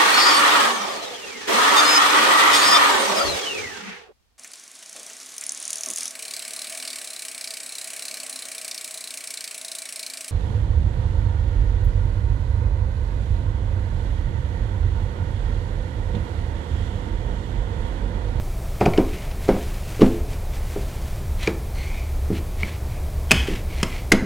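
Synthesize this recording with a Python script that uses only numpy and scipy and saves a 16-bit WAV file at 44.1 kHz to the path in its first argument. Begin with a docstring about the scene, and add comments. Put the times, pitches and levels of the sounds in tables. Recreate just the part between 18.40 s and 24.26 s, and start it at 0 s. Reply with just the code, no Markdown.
"""Hollow plastic knocks, sharp snaps and soft, damp rubbing: hands work a wet vinyl decal onto a quad bike.
Fingers knock the side panel and ring its modes. A plastic squeegee card snaps over the edge,
and scrapes and sings hoarsely on the wet vinyl. A paper towel wipes with a faint crinkle.
The garage rings briefly and rumbles; one microphone hears it all and overloads on the hardest blows."""
import sys
import numpy as np
from scipy import signal
from scipy.fft import rfft, irfft
from scipy.io import wavfile
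from scipy.ndimage import uniform_filter1d, minimum_filter1d

SR = 44100
rng = np.random.default_rng(int(sys.argv[2]) if len(sys.argv) > 2 else 0)


def output_pcm(signal):
    """Save a mono or channel-first signal as 16-bit PCM at the path in sys.argv[1].

    Samples are clipped to [-1, 1] before scaling.
    """
    pcm = np.clip(np.atleast_2d(signal).T, -1, 1) * 32767
    wavfile.write(sys.argv[1], SR, np.round(pcm).astype(np.int16))


N = 258293
TIME = np.arange(N) / SR
RING_TIME = TIME[:SR // 2]

# Finger blows on the panel. Each row: start in seconds, peak in dB, pitch the spot favours in Hz,
# contact cutoff in Hz (low is soft), rebound in dB against the blow.
FINGER_KNOCKS = [(0.4115, -4.5, 730, 1180, -6.5), (0.462, -3.5, 694, 930, -14), (0.474, -8, 167, 300, -12),
                 (0.537, -19.5, 664, 1210, -8), (0.583, 1, 335, 860, -15), (1.0891, 1, 487, 880, -10.5),
                 (1.128, -15.5, 286, 496, -4.5), (1.165, -20, 616, 1220, -13), (1.595, -14, 470, 610, -2),
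                 (1.618, 6.5, 350, 920, -5), (2.362, -14, 470, 736, -22), (3.0775, -8, 422, 1300, -12),
                 (3.903, -10, 281, 470, -4), (4.232, -18.5, 182, 900, -16), (4.921, -12, 242, 493, 0.5),
                 (5.084, -15, 402, 450, -12), (5.112, -18, 295, 403, -2), (5.431, -13.5, 174.5, 1200, -7),
                 (5.7232, 7.5, 300, 2600, -2.5), (5.823, -6.5, 223, 450, -10)]
# The hollow panel's modes. Each row: pitch in Hz, level in dB, time to fade 60 dB in seconds.
PANEL_MODES = [(58, -69, 0.13), (137.5, -2, 0.12), (157, -15, 0.23), (205, 0.5, 0.19), (257.8, -8, 0.24),
               (318, 1.5, 0.14), (357.4, -6, 0.2), (393.8, 1, 0.11), (424.5, 1.5, 0.065), (512, -9.5, 0.15),
               (611, 1.5, 0.035), (701.4, 0, 0.037), (905, -5.5, 0.073), (1045, -11, 0.055),
               (1346, 10.5, 0.012), (1592, 1.5, 0.011), (1970, -36, .03)]
# The card's edge catching and letting go. 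Each row: start in seconds, ring peak in dB, ring pitch in Hz,
# crack level in dB, lead of the skid in seconds, room send in dB.
CARD_SNAPS = [(0.41, -15, 2520, -38, .001, -14), (0.459, -14, 2390, -17, 0.0041, -8),
              (0.536, -22, 2330, -22, .001, 6), (0.577, -19.5, 2870, -18.5, .002, -9),
              (0.914, -38, 4070, -27, 0.0028, -4), (1.0899, -24, 2240, -32, 0.0011, 7.5),
              (1.618, -19.5, 2930, -17.5, 0.01, -6), (3.0741, -11, 2365, -16, 0.00094, -7),
              (4.232, -11, 2274, -35, 0.00102, -5), (4.915, 4, 2545, 4, .0055, -1.5),
              (5.43, -20, 2610, -6, 0.00053, -2.5), (5.7206, 11.5, 2123, 12.5, .002, -6.5)]
# The card's modes. Each row: multiple of the ring pitch, level in dB, time to fade 60 dB in seconds.
CARD_MODES = [(.62, -12, .008), (1, 0, .011), (1.25, -9, .007), (1.95, -12, .01), (2.3, -15, .007)]
# Squeegee strokes. Each row: moment of hardest push in seconds, length in seconds, scrape level in dB,
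# singing level in dB, singing pitch in Hz (higher when bent further).
SQUEEGEE_STROKES = [(0.76, 0.42, -44, -86, 2300), (3.037, 0.15, -35, -51, 2050),
                    (3.406, 0.16, -42.5, -45, 2170), (3.542, 0.33, -45, -46, 2330),
                    (3.957, 0.079, -37.5, -53, 2130), (4.259, 0.22, -39.5, -53, 2200),
                    (4.54, 0.12, -49, -59, 2340), (4.957, 0.16, -30.5, -35, 3220),
                    (5.096, 0.23, -35, -52.5, 3040), (5.377, 0.22, -39, -49, 2120),
                    (5.535, 0.2, -40, -48, 2220)]
# Resonances of the card bowed by wet vinyl. Each row: multiple of its pitch, width in Hz, level in dB,
# change in dB when fully bent.
SINGING_BANDS = [(1, 434, -5.5, 13), (1.998, 585, 0, -24), (2.8, 800, -8, -30)]
# Towel wipes. Each row: moment of hardest push in seconds, length in seconds, level in dB.
TOWEL_WIPES = [(0.494, 0.92, -52), (1.097, 0.3, -45.5), (1.296, 0.33, -45), (1.48, 0.11, -53),
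               (1.596, 0.44, -45), (1.921, 0.11, -46), (2.16, 0.1, -45.5), (2.354, 0.39, -46.5),
               (2.652, 0.45, -49.5)]
# Tone curves for the card's crack and scrape, the paper, the walls' echo and the room's air.
# Each row: frequency in Hz, relative level in dB.
CRACK_TONE = [(300, 7), (900, -3), (1600, 2.5), (3000, 3), (4100, -8.5), (5200, -1), (7000, -4.5),
              (10000, -9.5), (16000, -19)]
SCRAPE_TONE = [(400, -5), (1300, -5.5), (2200, 4), (3400, -2), (4800, -8), (7000, -12.5), (10000, -17),
               (16000, -29)]
PAPER_TONE = [(300, -41), (1000, 3), (2200, 5.5), (4000, 1), (7000, -0.5), (11000, -4.5), (16000, -9)]
WALL_TONE = [(50, 19), (150, -5), (300, -2), (700, 3.5), (1400, 0.5), (2800, -4.5), (5000, -5), (9000, -6),
             (16000, 1)]
AIR_TONE = [(59, -37), (100, -4), (129, -7.5), (255, -27.5), (335, -17.5), (524, -20.5), (621, -18.5),
            (1150, -28.5), (1610, -33), (2370, -32), (2860, -38), (3190, -36.5), (5650, -38.5),
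            (15000, -40.5), (16000, -44)]
# The garage's decay. Each row: frequency in Hz, time to fade 60 dB in seconds.
GARAGE_DECAY = [(125, 0.46), (350, 0.57), (1000, 0.49), (2800, 0.43), (7000, 0.47), (15000, 0.33)]
# The garage's low rumble. Each row: centre in Hz, width in Hz, relative level in dB.
RUMBLE_BANDS = [(26.6, 23.4, 7.5), (55, 11.7, -11), (100, 110, -11)]
# The swell of a low drone. Each row: time in seconds, relative level in dB.
DRONE_SWELL = [(0, -40), (1.5, -31.5), (3.8, -26.5), (5.86, -29.5)]


def panel_knocks(graze_lead_s=0.007, rebound_lag_s=0.011, room_db=-4):
    """Every knock is a bright fingertip graze, the blow, and the panel springing back lower and duller."""
    out = np.zeros((2, N))
    # the resting hand shifts the modes a little from blow to blow
    grips = 1 + .02 * rng.standard_normal((len(FINGER_KNOCKS), len(PANEL_MODES)))
    for (s, db, spot_hz, contact_hz, rebound_db), detune in zip(FINGER_KNOCKS, grips):
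        graze = panel_blow(spot_hz, contact_hz * 4.6, detune)
        rebound = panel_blow(spot_hz * 0.677, contact_hz * 0.44, detune)
        blow = panel_blow(spot_hz, contact_hz, detune)
        add(out, s - graze_lead_s, peak(graze, db - 19), room_db)
        add(out, s, peak(blow, db), room_db)
        add(out, s + rebound_lag_s, peak(rebound, db + rebound_db), room_db)
    return out


def panel_blow(spot_hz, contact_hz, detune, spot_db=7, spot_octaves=0.69, dent_cycles=16.8,
               press_s=0.00098, clack_s=0.028):
    """A blow dents the panel and rings its modes, most of all those that move at the struck spot."""
    ring = 0
    for (hz, db, t60), shift in zip(PANEL_MODES, detune):
        nearness = np.exp(-(np.log2(hz / spot_hz) / spot_octaves) ** 2)
        ring = ring + mode(hz * shift, db + spot_db * nearness, t60)
    # the crowded upper modes blur into a short clack
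    clack = undb(5) * rng.standard_normal(len(RING_TIME)) * np.exp(-RING_TIME / clack_s)
    dent = mode(spot_hz, db=10, t60=dent_cycles / spot_hz)
    attack = 1 - np.exp(-RING_TIME / press_s)
    # a soft fingertip pushes for longer and leaves the high modes still
    return lowpass((ring + clack + dent) * attack, contact_hz)


def card_snaps(skid_db=-7.5, bounce_s=0.0047):
    """The card's edge skids, snaps free and lands once more."""
    out = np.zeros((2, N))
    for s, ring_db, ring_hz, crack_db, skid_s, room_db in CARD_SNAPS:
        add(out, s - skid_s, card_click(ring_db + skid_db, ring_hz, crack_db + skid_db), room_db)
        add(out, s, card_click(ring_db, ring_hz, crack_db), room_db)
        add(out, s + bounce_s, card_click(ring_db - 23, ring_hz, crack_db - 14), room_db)
    return out


def card_click(ring_db, ring_hz, crack_db, attack_s=0.0015, crack_s=0.0042, db_per_octave=14):
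    """The card lets go with a crack and rings at a pitch set by the grip."""
    ring = sum(mode(ring_hz * ratio, db, t60) for ratio, db, t60 in CARD_MODES)
    ring *= 1 - np.exp(-RING_TIME / attack_s)
    crack = unit(colour(rng.standard_normal(len(RING_TIME)), CRACK_TONE)) * np.exp(-RING_TIME / crack_s)
    # a harder snap is quicker and so brighter, up to the limit of the soft plastic
    edge_hz = min(14000 * 2 ** (crack_db / db_per_octave), 10200)
    return peak(lowpass(ring, edge_hz), ring_db) + undb(crack_db) * lowpass(crack, edge_hz) / 2


def squeegee(uneven_db=1.85, flat_hz=2100, bent_hz=2380):
    """The card's edge scrapes unevenly over wet vinyl and sets the card singing hoarsely."""
    scrape_gain = sum(undb(db) * pressure(s, length) for s, length, db, _, _ in SQUEEGEE_STROKES)
    song_gain = sum(undb(db) * pressure(s, length) for s, length, _, db, _ in SQUEEGEE_STROKES)
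    friction = slips() * undb(uneven_db * wander(rate_hz=110))
    times, *_, pitches = np.transpose(SQUEEGEE_STROKES)
    pitch = np.interp(TIME, times, pitches)
    bend = np.interp(pitch, [flat_hz, bent_hz], [0, 1])
    phase = 2 * np.pi * np.cumsum(pitch) / SR
    song = 0
    for multiple, width_hz, db, bent_db in SINGING_BANDS:
        # each resonance picks a narrow band from the slips; bending chokes the upper ones
        carrier = np.exp(1j * multiple * phase)
        band = (lowpass(friction / carrier, width_hz / 2) * carrier).real
        song = song + undb(db + bend * bent_db) * band
    return scrape_gain * unit(colour(friction, SCRAPE_TONE)) + song_gain * unit(song)


def paper_towel(crinkle_db=-4, crinkle_hz=2300, crinkle_width_hz=2600):
    """Damp paper fibres drag under the hand, and small folds buckle now and then."""
    push = sum(undb(db) * pressure(s, length) for s, length, db in TOWEL_WIPES)
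    drag = unit(colour(slips(), PAPER_TONE)) * undb(1.6 * wander(rate_hz=60))
    folds = rng.standard_normal(N) * undb(5.5 * wander(rate_hz=180))
    crinkle = unit(resonate(folds, [(crinkle_hz, crinkle_width_hz, 0)]))
    return push * (drag + undb(crinkle_db) * crinkle)


def pressure(hardest_s, length_s, rise_share=0.44):
    """A hand presses in and eases off."""
    ramp = np.interp((TIME - hardest_s) / length_s, [-rise_share, 0, 1 - rise_share], [0, 1, 0])
    return np.sin(np.pi / 2 * ramp)


def slips(per_second=8000, spread_db=3):
    """Friction: dense tiny slips of unequal size."""
    grains = (rng.random(N) < per_second / SR) * rng.standard_normal(N)
    return unit(grains * undb(spread_db * rng.standard_normal(N)))


def garage_reverb(send, wet_db=-7, predelay_s=0.0014, build_s=0.0032):
    """Close walls return a dense tail whose treble dies first."""
    hz, _, spectrogram = signal.stft(colour(rng.standard_normal(SR), WALL_TONE), SR, nperseg=256)
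    age_s = np.linspace(0, 1, spectrogram.shape[1])
    fade = undb(-60 * age_s / curve_at(GARAGE_DECAY, hz)[:, None])
    build = 1 - np.exp(-np.maximum(TIME[:SR] - predelay_s, 0) / build_s)
    tail = signal.istft(spectrogram * fade, SR)[1][:SR] * build
    return undb(wet_db) * signal.fftconvolve(send, unit(tail) / np.sqrt(SR))[:N]


def room_tone(rumble_db=-27.5, drone_hz=68.7, drone_width_hz=21.4, air_db=-36.5):
    """A bed of low rumble, a wavering drone and an even hiss."""
    rumble = unit(resonate(rng.standard_normal(N), RUMBLE_BANDS))
    drone = unit(resonate(rng.standard_normal(N), [(drone_hz, drone_width_hz, 0)]))
    drone_db = np.interp(TIME, *np.transpose(DRONE_SWELL)) + 0.5
    air = unit(colour(rng.standard_normal(N), AIR_TONE))
    return undb(rumble_db) * rumble + undb(drone_db) * drone + undb(air_db) * air


def mode(hz, db, t60):
    """One vibration, fading 60 dB in t60 seconds."""
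    return undb(db - 60 * RING_TIME / t60) * np.sin(2 * np.pi * hz * RING_TIME)


def wander(rate_hz):
    """Smooth random drift with a spread near 1."""
    hold = int(SR / rate_hz)
    steps = np.repeat(rng.standard_normal(N // hold + 1), hold)
    return unit(uniform_filter1d(uniform_filter1d(steps, hold), hold)[:N])


def resonate(x, bands):
    """Pass a sound through steep resonances, each a centre in Hz, a width in Hz and a level in dB."""
    f = np.fft.rfftfreq(len(x), 1 / SR) + 1e-3
    gain = sum(undb(db) / (1 + ((f * f - hz * hz) / (f * width)) ** 2) for hz, width, db in bands)
    return irfft(rfft(x) * gain, len(x))


def colour(x, tone):
    """Equalise a sound with a tone curve."""
    hz = np.fft.rfftfreq(len(x), 1 / SR)
    return irfft(rfft(x) * undb(curve_at(tone, hz)), len(x))


def curve_at(points, hz):
    """Read a curve on a log-frequency axis."""
    point_hz, values = np.transpose(points)
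    return np.interp(np.log(hz + 1e-3), np.log(point_hz), values)


def lowpass(x, hz):
    """Roll off the top at 12 dB an octave."""
    return signal.sosfilt(signal.butter(2, hz, fs=SR, output="sos"), x)


def undb(db):
    """Decibels to gain."""
    return 10 ** (np.asarray(db) / 20)


def unit(x):
    """Scale to rms 1."""
    return x / np.sqrt(np.mean(x ** 2))


def peak(x, db):
    """Scale to a peak level."""
    return x * undb(db) / np.abs(x).max()


def add(track, start_s, sound, room_db):
    """Mix a sound in: row 0 goes straight to the microphone, row 1 is the room send."""
    i = int(start_s * SR)
    track[:, i:i + len(sound)] += np.outer([1, undb(room_db)], sound[:N - i])


def limiter(x, ceiling_db=8, release_s=0.24):
    """Duck a few milliseconds ahead of a peak and recover slowly."""
    overshoot = np.maximum(np.log(np.abs(x).max(axis=0) + 1e-9) - np.log(undb(ceiling_db)), 0)
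    recovery = np.exp(-TIME / release_s)
    reduction = np.maximum.accumulate(overshoot / recovery) * recovery
    span = 2 * int(.006 * SR) + 1  # 6 ms each way
    return x * uniform_filter1d(minimum_filter1d(np.exp(-reduction), span), span)


def scene():
    """All the handwork sounds in the garage; both channels carry the same signal."""
    direct, send = panel_knocks() + card_snaps() + squeegee() + paper_towel()
    mono = direct + garage_reverb(send) + room_tone()
    return np.array([mono, mono])


def record(dry):
    """The recorder ducks under the loudest blows, flattens their peaks and cuts the top."""
    ducked = limiter(dry)
    soft_clipped = .92 * ducked / (1 + ducked ** 6) ** (1 / 6)
    top_hz = 16200
    return signal.sosfilt(signal.ellip(12, .1, 90, top_hz, fs=SR, output="sos"), soft_clipped)


dry = scene()
out = record(dry)
output_pcm(out)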